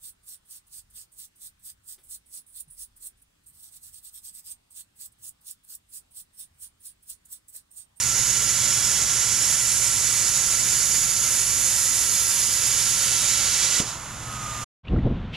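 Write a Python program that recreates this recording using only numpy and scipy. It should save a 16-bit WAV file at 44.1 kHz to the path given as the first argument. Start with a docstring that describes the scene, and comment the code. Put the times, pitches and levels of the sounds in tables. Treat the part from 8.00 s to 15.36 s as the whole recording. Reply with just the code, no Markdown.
"""A steady plasma-torch hiss cutting a steel truck frame, over an air compressor's hum: shaped noise and sine orders.
The arc goes out with a pop, a pressure swing plus a dull noise puff.
Cooling noise blows on, louder as the torch lifts, with a falling sine whistle of fuzzy amplitude and phase.
All sound stops briefly; then gusts of low noise buffet the microphone, with squeaks and a scuff of resonant noise."""
import sys
import numpy as np
from scipy.fft import rfft, irfft, next_fast_len
from scipy.io import wavfile
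from scipy.ndimage import map_coordinates

SR = 44100
rng = np.random.default_rng(int(sys.argv[2]) if len(sys.argv) > 2 else 0)


def transcribe(u):
    """Save the signal u as a 16-bit wav file named by the first command-line argument.

    u: samples, shape (n,) or (channels, n), limited to [-1, 1]; the rate is SR.
    q: integer samples, one column per channel.
    """
    v = np.clip(np.atleast_2d(u).T, -1, 1)
    q = np.round(v * 32767).astype(np.int16)
    wavfile.write(sys.argv[1], SR, q)


N = 324558
TIME = np.arange(N) / SR

# Jet colour at the two microphone ports: f/Hz, left level/dB, right level/dB (relative)
JET_PORTS = [(391, -24, -26.5), (1035, -24, -21.5), (1340, -18, -14.5), (1697, -18.5, -17),
             (4260, -14.5, -12.5), (5120, -13.5, -9), (5760, -14, -8.5), (6620, -15, -1.5),
             (7310, -14.5, -1.7), (7830, -26, -7), (9000, -15.5, -12.5), (10160, -9, -6.5),
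             (11830, -20.5, -18), (14960, -30.5, -31)]
# Jet likeness between the ports: f/Hz, correlation/1
PORT_LIKENESS = [(60, 0.74), (110, 0.88), (200, 0.87), (370, 0.93), (680, 0.76), (1250, 0.69), (2300, 0.97),
                 (4230, 1), (7760, 0.44), (14300, 0.7)]
# Phase by which the left port leads: f/Hz, phase/rad
LEFT_LEAD = [(300, -0.15), (850, -0.57), (1500, -0.036), (4000, -0.53), (6100, -1.06), (7500, -0.065),
             (8500, 1.6), (10000, -0.68), (13000, -0.25)]
# Frame-channel resonances: f/Hz, width/Hz, level/dB re direct jet, before channel_db
CHANNEL_MODES = [(548, 79, 1.5), (807, 43, 2), (929, 25, 2), (1351, 30, 0.5), (1469, 36, -0.5),
                 (1900, 25, -16), (1980, 140, -4), (2585, 23, -11.5), (3160, 24, -11.5), (3343, 43, -5.5),
                 (3965, 21, -7), (4870, 39, -1), (5280, 40, -11.5), (5580, 91, -5.5)]
# Borders between roar, rasp, hiss and sizzle: f/Hz
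REGISTER_BORDERS_HZ = [2500, 5200, 8500]
# Roar, rasp, hiss, sizzle: level/dB before arc_db, tilt/(dB per dB of brightness), gain once cut is open/dB
JET_REGISTERS = [(-36, -.5, 1), (-33.5, -0.3, 4.5), (-22.5, -0.19, -.5), (-29.5, 1, -1)]
# Tilt towards sizzle as the torch moves: t/s, brightness/dB
BRIGHTNESS_CURVE = [(0, -1), (1.2, -2), (1.7, 1.5), (2.3, -0.1), (3.5, 2), (4.3, 3), (5.2, 0.9), (5.8, -3)]
# Narrow bands that swell and fade during the cutting: middle t/s, f/Hz, level/dB
KERF_BANDS = [(0.95, 3330, -41.5), (1.15, 5550, -39.5), (1.8, 7170, -36.5), (1.75, 8200, -41.5),
              (2.09, 5280, -42), (2.1, 7710, -39.5), (2.84, 6830, -36), (2.67, 4630, -42),
              (4.53, 5000, -38), (5.05, 6310, -38.5)]
# Cooling-air colour against the burning jet: f/Hz, level/dB
COOLING_COLOUR = [(400, -1.5), (1000, 2.5), (1700, -3), (2600, -6.5), (3500, -10), (4500, -13.5),
                  (7000, -11.5), (10000, -16.5), (14000, -15)]
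# Compressor orders: multiple of turn rate/1, mean relative level/dB
PUMP_ORDERS = [(4, -9), (9, 0), (10, -1), (11, -18), (12, -7.5), (16, -11), (18, -16), (20, -16)]
# Compressor hum: t/s, level/dB before pump_db
PUMP_LEVEL_CURVE = [(0.0, -40), (0.4, -39), (1.7, -43.5), (3.0, -42.5), (4.3, -48.5), (4.7, -42.5),
                    (6.0, -45.5), (6.3, -37.5), (6.63, -37.5)]
# Steady motor: f/Hz, mean level/dB
MOTOR_LINES = [(32.6, -57.5), (65.1, -53)]
# Relative noise spectra: f/Hz, level/dB
YARD_SPECTRUM = [(15, -26.5), (35, -3.5), (70, 0.5), (110, 2.5), (190, -4), (260, -5), (330, -9),
                 (380, -15), (600, -17), (1500, -39.5)]
BUFFET_SPECTRUM = [(12, -23), (25, 3), (70, 3), (120, 1), (220, -1.5), (340, -24), (500, -21), (1000, -74)]
FLUTTER_SPECTRUM = [(150, -3), (270, 4.5), (400, -3), (700, -12.5), (1300, -25), (2500, -58)]
BREEZE_SPECTRUM = [(300, 6.5), (1000, 5.5), (2000, -1), (3500, -2.5), (5000, -18), (7000, -24), (9000, -37),
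                   (11000, -72)]
PUFF_SPECTRUM = [(60, -10), (280, -1.5), (550, -6.5), (1000, -8), (3000, -18), (8000, -47.5)]
HOLLOW_SPECTRUM = [(400, -14.5), (800, -7.0), (1100, -1.5), (1350, -3.0), (1600, -15), (3000, -45)]
# Gust peaks: full force t/s, hold/s, level/dB before buffet_db
GUST_PEAKS = [(6.931, .012, -20.5), (6.968, 0.028, -22), (7.053, 0.022, -19.5)]
# Handling noises: middle t/s, Gaussian sigma/s, f/Hz, width/octave, level/dB
HANDLING_NOISES = [(6.854, 0.0011, 3100, 0.27, -50), (6.856, 0.0033, 2320, .09, -50),
                   (6.874, .004, 2500, .15, -45.5), (6.885, .003, 2740, .09, -41),
                   (6.884, 0.0013, 3350, 0.27, -42.5), (6.965, .003, 1400, .25, -39),
                   (6.992, .003, 2000, .1, -42), (7.351, 0.013, 2730, 0.44, -34)]

# *_AT_S is the middle of a linear ramp, *_TAKES_S its full length
ARC_OFF_AT_S = 5.806
OPEN_AT_S, OPEN_TAKES_S = 4.57, 1.7  # the cut opens through the steel
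KERF_SIGMA_S = .42
BLAST_DB, BLEED_AT_S, BLEED_TAKES_S = -10.5, 5.94, 0.097  # last blast, re arc
AIR_DB = -37.5  # before the lift
LIFT_AT_S, LIFT_TAKES_S, LIFT_DB = 6.33, 0.34, 4  # torch leaves the frame
PUMP_HZ = 12.55  # mean turn rate
RUMBLE_DB, RUMBLE_FOLLOWS = -45.5, .25  # mean level; share of the hum's swells in dB
WHISTLE_FROM_S, WHISTLE_HZ, SETTLES_HZ, SAG_TAU_S = 6.18, 1298, 1140, .53
WHISTLE_DB, WHISTLE_AT_S, WHISTLE_TAKES_S = -39, 6.27, .15
HUSH_FROM_S, HUSH_TO_S = 6.640, 6.838
GUST_RISE_DB_PER_S, GUST_FALL_DB_PER_S = 327, 450
WAKE_DB, WAKE_FALL_DB_PER_S = -3, 67  # re its gust
FLUTTER_DB_PER_DB = 1.63  # flutter per dB of gust force
TOP_HZ = 14620


def amp(db):
    """Decibels to gain."""
    return 10 ** (np.asarray(db) / 20)


def unit(x):
    """Scale to rms 1."""
    return x / np.sqrt(np.mean(x ** 2) + 1e-20)


def along(points, f, axis=1):
    """One column of (Hz, values) points, interpolated over log frequency."""
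    table = np.transpose(points)
    return np.interp(np.log(f + 1), np.log(table[0] + 1), table[axis])


def curves(rows):
    """One value per sample for each column after the time."""
    s, *cols = np.transpose(rows)
    return [np.interp(TIME, s, c) for c in cols]


def wobble(rate_hz):
    """Smooth random curve with rate_hz knots a second."""
    knots = rng.standard_normal(int(N * rate_hz / SR) + 4)
    return map_coordinates(knots, [TIME * rate_hz])


def after(middle_s, rise_s):
    """Linear 0-to-1 ramp centred on middle_s."""
    return np.clip((TIME - middle_s) / rise_s + .5, 0, 1)


def filtered(x, response):
    """Apply a complex response of frequency to x."""
    m = next_fast_len(N + 8192)
    return irfft(rfft(x, m) * response(np.fft.rfftfreq(m, 1 / SR)), m)[..., :N]


def noise(spectrum, side_db):
    """Coloured stereo noise of rms 1, with a quieter side signal and a rolloff about the last point."""
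    top_hz = spectrum[-1][0]
    colour = lambda f: amp(along(spectrum, f)) / (1 + (f / top_hz) ** 2)
    mid, side = filtered(rng.standard_normal((2, N)), colour)
    side = amp(side_db) * side
    return unit(np.array([mid + side, mid - side]))


def scatter(x, share, longest_s, drift_s, count):
    """Echoes off nearby steel; delays creep as the hand moves."""
    out = x.copy()
    for place, sign in zip(rng.random(count), rng.choice([-1, 1], count)):
        knots = rng.standard_normal(8)
        drift = drift_s * np.interp(TIME, np.linspace(0, N / SR, len(knots)), knots)
        delay_s = .0012 + longest_s * place ** 2 + drift
        source = (np.arange(N) - np.round(delay_s * SR).astype(int)) % N
        out += sign * share / np.sqrt(count) * x[source]
    return out


def ports(f):
    """Gain and phase of the left and right ports towards the torch."""
    gain = amp([along(JET_PORTS, f, axis=1), along(JET_PORTS, f, axis=2)])
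    return gain * np.exp(.5j * np.outer([1, -1], along(LEFT_LEAD, f)))


def jet_noise(echo_share, channel_db):
    """Turbulent air, direct and diffuse, coloured by the frame channel and the two ports."""
    direct = scatter(rng.standard_normal(N), echo_share, longest_s=.013, drift_s=.00003, count=18)
    diffuse = scatter(rng.standard_normal(N), echo_share, longest_s=.013, drift_s=.00005, count=6)

    def spread(f):
        angle = np.arccos(np.clip(along(PORT_LIKENESS, f), 0, 1)) / 2
        return np.array([np.cos(angle), np.sin(angle)])

    def channel(f):
        modes = [amp(db + channel_db) * 1j * f * w / (c * c - f * f + 1j * f * w) for c, w, db in CHANNEL_MODES]
        return 1 + sum(modes)

    mid, side = filtered(np.array([direct, diffuse]), spread)
    pair = np.array([mid + side, mid - side])
    return filtered(pair, lambda f: channel(f) * ports(f) * f / np.hypot(f, 250))


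def cutting_jet(jet):
    """Roar and rasp trade against sizzle with brightness; each register shifts level as the cut opens."""
    lows = [filtered(jet, lambda f: 1 / (1 + (f / hz) ** 14)) for hz in REGISTER_BORDERS_HZ]
    bands = np.diff([0 * jet, *lows, jet], axis=0)
    bright_db, = curves(BRIGHTNESS_CURVE)
    opened = after(OPEN_AT_S, OPEN_TAKES_S)
    out = 0
    for band, (db, tilt, open_db) in zip(bands, JET_REGISTERS):
        out = out + unit(band) * amp(db + tilt * bright_db + open_db * opened)
    return out


def kerf(width_hz=42):
    """The jet sings in the gap it has cut: narrow noise bands swell and fade."""
    out = np.zeros((2, N))
    for s, hz, db in KERF_BANDS:
        band = unit(filtered(rng.standard_normal(N), lambda f: np.exp(-((f - hz) / width_hz) ** 2 / 2)))
        sides = np.abs(ports(np.array([hz])))
        swell = np.exp(-((TIME - s) / KERF_SIGMA_S) ** 2 / 2)
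        out += amp(db) * sides / sides.mean() * band * swell
    return out


def torch(arc_db=-.5, drop_db=-4, fade_tau_s=0.035, sputter_db=-0.22, flicker_db=0.2, surge_db=0.53):
    """The burning jet sputters against the frame and dies away; softer cooling air blows on."""
    out = after(ARC_OFF_AT_S, 0.006)
    dying = amp(drop_db) * np.exp(-np.maximum(TIME - ARC_OFF_AT_S, 0) / fade_tau_s)
    burning = 1 - out + out * dying
    arc = amp(arc_db) * cutting_jet(jet_noise(echo_share=0.55, channel_db=0)) + kerf()
    free_jet = filtered(jet_noise(echo_share=.22, channel_db=-16), lambda f: amp(along(COOLING_COLOUR, f)))
    air = amp(AIR_DB + LIFT_DB * after(LIFT_AT_S, LIFT_TAKES_S)) * unit(free_jet)
    # air hisses through the cut until the pressure bleeds off
    blast = amp(BLAST_DB) * out * (1 - after(BLEED_AT_S, BLEED_TAKES_S))
    # turbulence at three speeds
    unrest = amp(sputter_db * wobble(700) + flicker_db * wobble(110) + surge_db * wobble(28))
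    return (np.maximum(burning, blast) * arc + out * air) * unrest


def tone_line(cycles, db):
    """Sine at random phase whose level wanders about db rms."""
    return np.sqrt(2) * amp(db + 1.5 * wobble(3)) * np.sin(2 * np.pi * (cycles + rng.random()))


def compressor(pump_db=-2):
    """Pump orders sound together over a motor drone and the yard's rumble."""
    level_db, = curves(PUMP_LEVEL_CURVE)
    yard_db = RUMBLE_DB + RUMBLE_FOLLOWS * (level_db - level_db.mean())
    turns = np.cumsum(PUMP_HZ * (1 + 0.0013 * wobble(2))) / SR
    pump = unit(sum(tone_line(k * turns, db) for k, db in PUMP_ORDERS))
    motor = sum(tone_line(hz * TIME, db) for hz, db in MOTOR_LINES)
    yard = amp(yard_db) * noise(YARD_SPECTRUM, side_db=-11)
    return amp(level_db + pump_db) * pump + motor + yard


def arc_pop(push_hz=200, puff_db=-31, decay_tau_s=0.028):
    """The collapsing arc gives one swing of pressure and a short dull puff."""
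    t = TIME - 5.8025
    push = amp(-17.5) * np.sin(2 * np.pi * push_hz * t) * np.exp(-(t / .0016) ** 2 / 2)
    puff = noise(PUFF_SPECTRUM, side_db=-17.5) * after(5.8, 0.0018) * np.exp(-np.abs(t) / decay_tau_s)
    return push + amp(puff_db) * puff


def nozzle(breathy_db=-44, rough=0.25):
    """Cooling air rushes hollowly over the nozzle, then locks into a fuzzy falling whistle."""
    sag = np.exp(-np.maximum(TIME - WHISTLE_FROM_S, 0) / SAG_TAU_S)
    hz = SETTLES_HZ + (WHISTLE_HZ - SETTLES_HZ) * sag
    fuzz = 1 + rough * (wobble(150) + 1j * wobble(150))
    tone = unit(np.real(fuzz * np.exp(2j * np.pi * np.cumsum(hz) / SR)))
    whistle = amp(WHISTLE_DB) * tone * after(WHISTLE_AT_S, WHISTLE_TAKES_S)
    hollow = noise(HOLLOW_SPECTRUM, side_db=-11)
    return whistle + amp(breathy_db) * hollow * after(ARC_OFF_AT_S, .03)


def gust_force(s, hold_s):
    """One gust in dB re peak: it rises, holds, drops, and leaves a slowly dying wake of weaker eddies."""
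    early = np.maximum(s - TIME, 0)
    late = np.maximum(TIME - s - hold_s, 0)
    fall_db = np.maximum(-GUST_FALL_DB_PER_S * late, WAKE_DB - WAKE_FALL_DB_PER_S * late)
    return fall_db - GUST_RISE_DB_PER_S * early


def gust(buffet_db=1, flutter_db=-25, breeze_db=-45):
    """Eddies thump on the microphone over a soft open-air rush; the strongest flutter higher up."""
    force_db = np.max([db + gust_force(s, hold_s) for s, hold_s, db in GUST_PEAKS], axis=0)
    eddies = wobble(55)
    buffet = amp(force_db + buffet_db + .5 * eddies) * noise(BUFFET_SPECTRUM, side_db=-63)
    flutter_level_db = FLUTTER_DB_PER_DB * (force_db - force_db.max()) + flutter_db + 1.7 * eddies
    flutter = amp(flutter_level_db) * noise(FLUTTER_SPECTRUM, side_db=-60)
    breeze = amp(breeze_db) * noise(BREEZE_SPECTRUM, side_db=-46) * after(6.86, 0.066)
    return buffet + flutter + breeze


def scuffs():
    """Short squeaks and a scuff: swells of noise in one resonance each."""
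    out = np.zeros(N)
    for s, sigma_s, hz, octaves, db in HANDLING_NOISES:
        resonance = lambda f: 1 / (1 + (np.log2((f + 1) / hz) / octaves) ** 2 / 2) ** 2
        rub = unit(filtered(rng.standard_normal(N), resonance))
        out += amp(db) * rub * np.exp(-.5 * ((TIME - s) / sigma_s) ** 2)
    return out


def scene():
    """The cutting, a brief silence, then the windy yard."""
    cutting = torch() + compressor() + arc_pop() + nozzle()
    windy_yard = gust() + scuffs()
    return cutting * (1 - after(HUSH_FROM_S, 0.0099)) + windy_yard * after(HUSH_TO_S, 0.013)


def record(dry):
    """Band limit: gain falls linearly to zero over the 400 Hz below TOP_HZ."""
    return filtered(dry, lambda f: np.clip((TOP_HZ - f) / 400, 0, 1))


dry = scene()
out = record(dry)
transcribe(out)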